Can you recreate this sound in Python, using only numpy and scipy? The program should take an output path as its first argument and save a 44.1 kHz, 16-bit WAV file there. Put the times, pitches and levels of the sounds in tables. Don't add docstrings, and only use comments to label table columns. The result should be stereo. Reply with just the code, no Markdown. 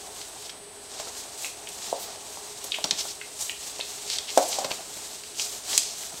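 import sys
import numpy as np
from scipy import signal
from scipy.fft import rfft, irfft, next_fast_len
from scipy.io import wavfile
from scipy.ndimage import map_coordinates

SR = 44100
rng = np.random.default_rng(int(sys.argv[2]) if len(sys.argv) > 2 else 0)


def unload_audio(sound):
    columns = np.transpose(np.atleast_2d(sound))
    steps = np.round(np.clip(columns, -1, 1) * 32767)
    wavfile.write(sys.argv[1], SR, steps.astype(np.int16))


N = 273402

# (peak time [s], level [dB], rise [s], centre frequency [Hz])
SKIDS = [(0.457, -38.5, 0.01, 4860), (1.186, -39, .013, 7500), (2.025, -33.5, 0.025, 13500),
         (3.002, -25, 0.017, 5070), (3.099, -35, 0.023, 5200), (3.417, -26.5, 0.014, 7000),
         (4.136, -30, 0.032, 4530), (4.292, -34, 0.013, 3430), (4.49, -26, 0.0077, 9300),
         (4.535, -29.5, 0.028, 5340), (4.709, -29, 0.003, 3280), (5.397, -29.5, 0.0035, 3470),
         (5.413, -27, 0.027, 6000), (5.456, -32, 0.021, 6600), (5.745, -27.5, 0.022, 5900),
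         (5.84, -32, 0.08, 5560)]
SKID_FALL = 0.96


def amp(db):
    return 10 ** (np.asarray(db) / 20)


def unit(x):
    return x / np.sqrt(np.mean(x ** 2) + 1e-20)


def along(points, hz):
    freqs, values = np.transpose(points)
    return np.interp(np.log(hz + 1), np.log(freqs + 1), values)


def clock():
    return np.arange(N) / SR


def curve(points):
    return np.interp(clock(), *np.transpose(points))


def wobble(rate):
    knots = rng.standard_normal(int(N * rate / SR) + 4)
    return unit(map_coordinates(knots, [clock() * rate]))


def fade(t, t60):
    return np.exp(-np.log(1000) * t / t60)


def swell(t, rise, fall):
    return np.exp(-.5 * (t / np.where(t < 0, rise, fall)) ** 2)


def add(track, s, sound):
    part = track[..., max(round(s * SR), 0):][..., :sound.shape[-1]]
    part += sound[..., :part.shape[-1]]


def filtered(x, response):
    size = x.shape[-1]
    padded = next_fast_len(size + 2048)
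    spectrum = rfft(x, padded) * response(np.fft.rfftfreq(padded, 1 / SR))
    return irfft(spectrum, padded)[..., :size]


def resonance(hz, centre_hz, q):
    damping = 1j * hz * centre_hz / q
    return (damping / (centre_hz ** 2 - hz ** 2 + damping)) ** 2


def stereo(pair, response):
    # (frequency [Hz], correlation [ratio])
    coherence = [(60, 0.73), (500, 0.83), (1200, 0.72), (2500, 0.49), (5000, 0.17), (9000, 0.018)]

    def mid_side(hz):
        angle = np.arccos(np.clip(along(coherence, hz), -1, 1)) / 2
        return response(hz) * np.array([np.cos(angle), np.sin(angle)])

    mid, side = filtered(pair, mid_side)
    return unit(np.array([mid + side, mid - side]))


def hiss(spectrum, size):
    return stereo(rng.standard_normal((2, size)), lambda hz: amp(along(spectrum, hz)))


def band_noise(size, centre_hz, q):
    return stereo(rng.standard_normal((2, size)), lambda hz: resonance(hz, centre_hz, q))


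def drag_levels():
    # (time [s], rustle drive [dB])
    stirring = [(0, -46), (.5, -50), (.67, -57.5), (1.0, -46), (2.2, -48), (3.3, -46.5), (4.9, -44.5),
                (5.25, -45.5), (6.2, -44.5)]
    # (time [s], level [dB])
    loading = [(0.1, -48.5), (.65, -53), (.95, -49), (1.7, -50.5), (2.15, -47), (2.6, -52), (3.3, -53),
               (4.5, -50.5), (4.65, -36.5), (4.82, -51), (5.3, -55), (6.2, -51.5)]
    # (peak time [s], rustle drive [dB], half length [s], fizz drive re rustle drive [dB])
    shoves = [(0.22, -43.5, 0.06, -6), (0.44, -46.5, 0.045, -6), (1.01, -41, 0.078, -25),
              (1.192, -42.5, 0.045, -7), (1.445, -38.5, 0.049, -3.5), (1.74, -46, .04, -3),
              (1.872, -37.5, 0.054, -8.5), (2.044, -41.5, 0.091, -21), (2.32, -47, 0.062, -4),
              (2.652, -45, 0.24, -8), (3.06, -49, 0.063, 3), (3.445, -40.5, 0.056, -2),
              (3.664, -40.5, 0.049, -5.5), (3.78, -43.5, 0.066, -20), (3.916, -39, 0.045, -6),
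              (4.106, -39.5, 0.088, -9), (4.415, -35, 0.073, -6.5), (4.57, -38.5, 0.07, -10),
              (4.74, -43, 0.038, -5), (5.01, -44, 0.12, -5), (5.533, -40.5, 0.053, -3),
              (5.726, -32.5, 0.044, -7), (6.03, -41, 0.047, -3), (6.183, -45.5, .04, -3.5)]
    stir_fizz_db, shove_tray_db, skid_tray_db = -7.5, -16, -19.5
    t = clock()
    rustle, tray = amp(curve(stirring)) ** 2, amp(curve(loading)) ** 2
    fizz = rustle * amp(stir_fizz_db) ** 2
    for s, db, half_s, fizz_db in shoves:
        near = np.abs(t - s) < 4 * half_s
        shove = amp(db) * swell(t[near] - s, half_s, half_s)
        rustle[near] += shove ** 2
        fizz[near] += (amp(fizz_db) * shove) ** 2
        tray[near] += (amp(shove_tray_db) * shove) ** 2
    for s, db, rise, _ in SKIDS:
        near = np.abs(t - s) < 5 * rise
        tray[near] += (amp(db + skid_tray_db) * swell(t[near] - s, rise, SKID_FALL * rise)) ** 2
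    return 10 * np.log10([rustle, fizz, tray])


def fibre_friction(slips_per_s, spread_db, share):
    slipping = rng.random(N) < slips_per_s / SR
    slips = slipping * amp(spread_db * np.minimum(rng.exponential(size=N), 4))
    return rng.standard_normal((2, N)) + share * unit(slips * rng.standard_normal((2, N)))


def sliding(rustle_db, fizz_db, tray_db):
    # (frequency [Hz], relative spectral level [dB])
    paper_spectrum = [(300, -19.5), (900, -6.5), (1500, -10), (2400, -6), (4000, 2), (5500, 2.5), (7200, 2),
                      (8300, 0), (9500, -8), (12000, -24), (16000, -36)]
    fur_spectrum = [(4000, -38), (6000, 0.5), (7200, 2.5), (8500, -0.5), (10000, -0.5), (12000, 0.5),
                    (14000, -8.5), (16000, -1.5)]
    tray_spectrum = [(60, -43), (200, -10.5), (450, -11), (720, 1.5), (950, -4.5), (1400, -12), (3000, -24)]
    grip_db = 1.2 * wobble(70)
    friction = fibre_friction(slips_per_s=620, spread_db=4.0, share=0.27)
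    rustle = amp(rustle_db + grip_db + 2.0) * stereo(friction, lambda hz: amp(along(paper_spectrum, hz)))
    fizz = amp(fizz_db + grip_db + 9.5) * hiss(fur_spectrum, N)
    murmur = amp(tray_db + 2.0 * wobble(30)) * hiss(tray_spectrum, N)
    return rustle + fizz + murmur


def fan_hum():
    # (frequency [Hz], level [dB], width [Hz])
    bands = [(414.8, -56.5, 28), (319, -76.5, 31), (634, -66, 25)]
    t, hum = clock(), 0
    for hz, db, width in bands:
        envelope = wobble(width) + 1j * wobble(width)
        hum += amp(db) * unit(np.real(envelope * np.exp(2j * np.pi * hz * t)))
    return hum


def camera_whine():
    # (frequency [Hz], level [dB])
    tones = [(7852, -56.5), (7882, -74), (8451, -76), (8511.5, -51)]
    steady = sum(amp(db) * unit(np.sin(2 * np.pi * hz * clock())) for hz, db in tones)
    wander_hz = 9630 + 70 * wobble(15) + 45 * wobble(250)
    return steady + amp(-53.5) * unit(np.sin(2 * np.pi * np.cumsum(wander_hz) / SR))


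def room_air():
    # (frequency [Hz], relative spectral level [dB])
    air_spectrum = [(20, -11), (35, -4), (55, 4), (110, 2), (220, -2.5), (400, 6), (750, -6.5),
                    (1300, -4.5), (4000, -2), (8000, -11), (10500, -1.5), (16000, -20)]
    return amp(-48.5) * hiss(air_spectrum, N)


def crinkles(rustle_db, count, spread_db, above_db):
    out, t = np.zeros((2, N)), np.arange(SR // 50) / SR
    for when, size, pitch, life in rng.random((count, 4)):
        tick = band_noise(len(t), centre_hz=3000 * 2.6 ** pitch, q=0.54)
        db = rustle_db[int(when * N)] + above_db + spread_db * size ** 2
        add(out, when * N / SR, amp(db) * fade(t, 0.0025 + 0.01 * life) * tick)
    return out


def crease_snaps():
    # (time [s], level [dB], t60 [s], resonance frequency [Hz])
    creases = [(0.2148, -23.5, 0.0064, 3840), (0.494, -30.5, 0.044, 3880), (.999, -28, .0095, 4500),
               (1.689, -27, .02, 7500), (2.642, -25, 0.056, 10300), (2.8415, -13.5, 0.021, 5140),
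               (2.9095, -7.5, 0.013, 4760), (4.1012, -9.5, 0.0036, 4800), (4.185, -16, 0.015, 4770),
               (4.3036, -21.5, 0.011, 5100), (4.376, -12, 0.018, 6900), (4.5295, -16.5, 0.0051, 4140),
               (4.587, -23.5, 0.043, 6900), (4.6448, -24.5, 0.059, 4400), (4.716, -12.5, 0.0067, 3770),
               (5.2354, -32, .02, 4100), (5.397, -8, 0.004, 4350), (5.7303, -23, 0.021, 3000),
               (5.778, 0, 0.01, 7240)]
    rebound_s, rebound_db = 0.0038, -10
    out, t = np.zeros((2, N)), np.arange(SR // 10) / SR
    for s, db, t60, centre_hz in creases:
        cutoff_hz = 1.82 * centre_hz
        colour = lambda hz: resonance(hz, centre_hz, q=0.71) / (1 + (hz / cutoff_hz) ** 4)
        for start, level in ((s, db), (s + rebound_s, db + rebound_db)):
            crack = stereo(rng.standard_normal((2, len(t))), colour)
            add(out, start, amp(level) * fade(t, t60) * crack)
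    return out


def paw_skids():
    out, t = np.zeros((2, N)), np.arange(-SR // 4, SR // 4) / SR
    for s, db, rise, centre_hz in SKIDS:
        stroke = swell(t, rise, SKID_FALL * rise)
        add(out, s + t[0], amp(db) * stroke * band_noise(len(t), centre_hz, q=1.02))
    return out * amp(1.4 * wobble(160))


def paw_falls():
    # (time [s], level [dB], t60 [s], thud re pat [dB])
    landings = [(.998, -31.5, 0.065, -19), (1.072, -29, .03, -39), (2.6405, -33.5, 0.073, -17),
                (2.785, -28.5, 0.043, -25), (2.844, -25, 0.076, -10.5), (2.911, -37, 0.12, -3.5),
                (3.052, -33, 0.053, -13), (3.794, -30, 0.039, -12), (4.375, -17.5, 0.068, -13),
                (4.646, -20, 0.03, -11), (4.711, -25.5, 0.038, -12.5), (4.967, -43.5, 0.047, 6.5),
                (5.738, -34, 0.054, -18), (5.778, -27.5, 0.014, -3.5), (6.1413, -34.5, 0.024, -4)]
    # (frequency [Hz], relative spectral level [dB])
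    pat_spectrum = [(100, -40), (350, -10), (650, 7), (900, -2), (1200, -4.5), (1800, -11.5), (4000, -16)]
    thud_spectrum = [(30, -31), (80, -17), (150, 12), (320, 11.5), (600, -26)]
    out, t = np.zeros((2, N)), np.arange(SR // 5) / SR
    attack = 1 - np.exp(-t / 0.00021)
    for s, db, t60, thud_db in landings:
        impact = hiss(pat_spectrum, len(t)) + amp(thud_db) * hiss(thud_spectrum, len(t))
        add(out, s, amp(db) * fade(t, t60) * attack * impact)
    return out


def mouth_smacks():
    # (time [s], base level [dB], t60 [s], final pitch [Hz], starting over final pitch [ratio])
    smacks = [(1.4458, -18, 0.011, 2190, 1.3), (1.672, -25.5, 0.017, 2550, 1.84),
              (2.7196, -15.5, 0.02, 2940, 1.545), (2.742, -21.5, 0.02, 2630, 0.99),
              (2.745, -19, 0.021, 2700, 1.15), (3.2135, -27, 0.025, 2110, 1.5),
              (3.4956, -20, 0.021, 2130, 1.65), (3.8016, -31.5, 0.048, 2560, 1.14),
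              (3.81, -21, 0.019, 3080, 1.57)]
    port_phase, port_db = np.array([[0], [.18]]), [[-1.2], [1.2]]
    out, t = np.zeros((2, N)), np.arange(SR // 10) / SR
    attack = 1 - np.exp(-(t / 0.0004) ** 2)
    for s, db, t60, pitch_hz, start_ratio in smacks:
        glide_hz = pitch_hz * (1 + (start_ratio - 1) * np.exp(-t / 0.0011))
        cavity = np.sin(2 * np.pi * (np.cumsum(glide_hz) / SR + port_phase))
        pop = (2.3 * fade(t, 0.22 * t60) + 0.4 * fade(t, t60)) * attack
        wet = 0.72 * fade(t, t60) * band_noise(len(t), 1.12 * pitch_hz, q=1.8)
        add(out, s, amp(db) * (pop * cavity + wet))
    return out * amp(port_db)


def tray_knocks():
    # (time [s], level [dB], t60 scale [ratio], frequency scale [ratio])
    blows = [(1.9271, -14, 0.84, 1.02), (2.372, -23.5, 0.42, 1.36), (4.3742, -3, 0.7, 0.97),
             (4.3803, -14.5, 2.4, 1.102), (4.5855, -19, 1.17, 1.16)]
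    # (base frequency [Hz], relative level [dB], base t60 [s])
    modes = [(336, -6, 0.02), (553, 5.5, 0.015), (669, 5, 0.019), (820, -5.5, 0.024)]
    flex = 0.91
    baffle_hz, padding_hz = 290, 1200
    out, t = np.zeros((2, N)), np.arange(SR // 5) / SR
    attack = 1 - np.exp(-(t / 0.0011) ** 2)
    main_hz = max(modes, key=lambda mode: mode[1])[0]
    for s, db, ring, pitch in blows:
        knock = 0
        for hz, level, t60 in modes:
            flex_db = flex * db * max(np.log2(main_hz / hz), 0)
            gain = amp(level + flex_db + rng.normal(0, 1))
            knock += gain * fade(t, t60 * ring) * np.sin(2 * np.pi * hz * pitch * t)
        add(out, s, amp(db) * knock * attack)
    return signal.sosfilt(signal.butter(2, [baffle_hz, padding_hz], "band", fs=SR, output="sos"), out)


def reverberation(x):
    # (frequency [Hz], t60 [s])
    decay_times = [(150, 0.26), (700, 0.37), (3000, 0.35), (12000, 0.2)]
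    noise = stereo(rng.standard_normal((2, SR // 2)), np.ones_like)
    hz, t, bands = signal.stft(noise, SR, nperseg=256)
    tail = signal.istft(bands * fade(t, along(decay_times, hz)[:, None]), SR, nperseg=256)[1]
    tail_s = np.arange(tail.shape[1]) / SR
    tail *= 1 - np.exp(-(tail_s / 0.0014) ** 2)
    return signal.fftconvolve(x, tail / np.linalg.norm(tail[0]), axes=1)[:, :N]


def scene():
    rustle_db, fizz_db, tray_db = drag_levels()
    paper = paw_skids() + crease_snaps() + paw_falls()
    paper += crinkles(rustle_db, count=130, spread_db=2.0, above_db=8.5)
    mouths, tray = mouth_smacks(), tray_knocks()
    reverb = reverberation(amp(-7.5) * paper + amp(-4) * mouths + amp(-5.5) * tray)
    bodies = sliding(rustle_db, fizz_db, tray_db)
    background = fan_hum() + camera_whine() + room_air()
    return bodies + paper + mouths + tray + reverb + background


def record(dry):
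    # (frequency [Hz], gain [dB])
    response = [(8000, 0.5), (11000, -7.5), (14000, -3), (16000, -12)]
    # (frequency [Hz], left minus right [dB])
    imbalance = [(100, -0.5), (400, -5.5), (750, -3), (1300, -1.5), (2500, -3), (4400, -2.5), (6500, 2.5),
                 (8000, -7), (9000, -7.5), (10000, -7.5), (11500, 9), (15000, 0.5)]
    split, top_hz = np.array([[.5], [-.5]]), 15800
    heard = filtered(dry, lambda hz: amp(along(response, hz) + split * along(imbalance, hz)))
    return filtered(np.clip(heard, -1, 1), lambda hz: hz < top_hz)


dry = scene()
out = record(dry)
unload_audio(out)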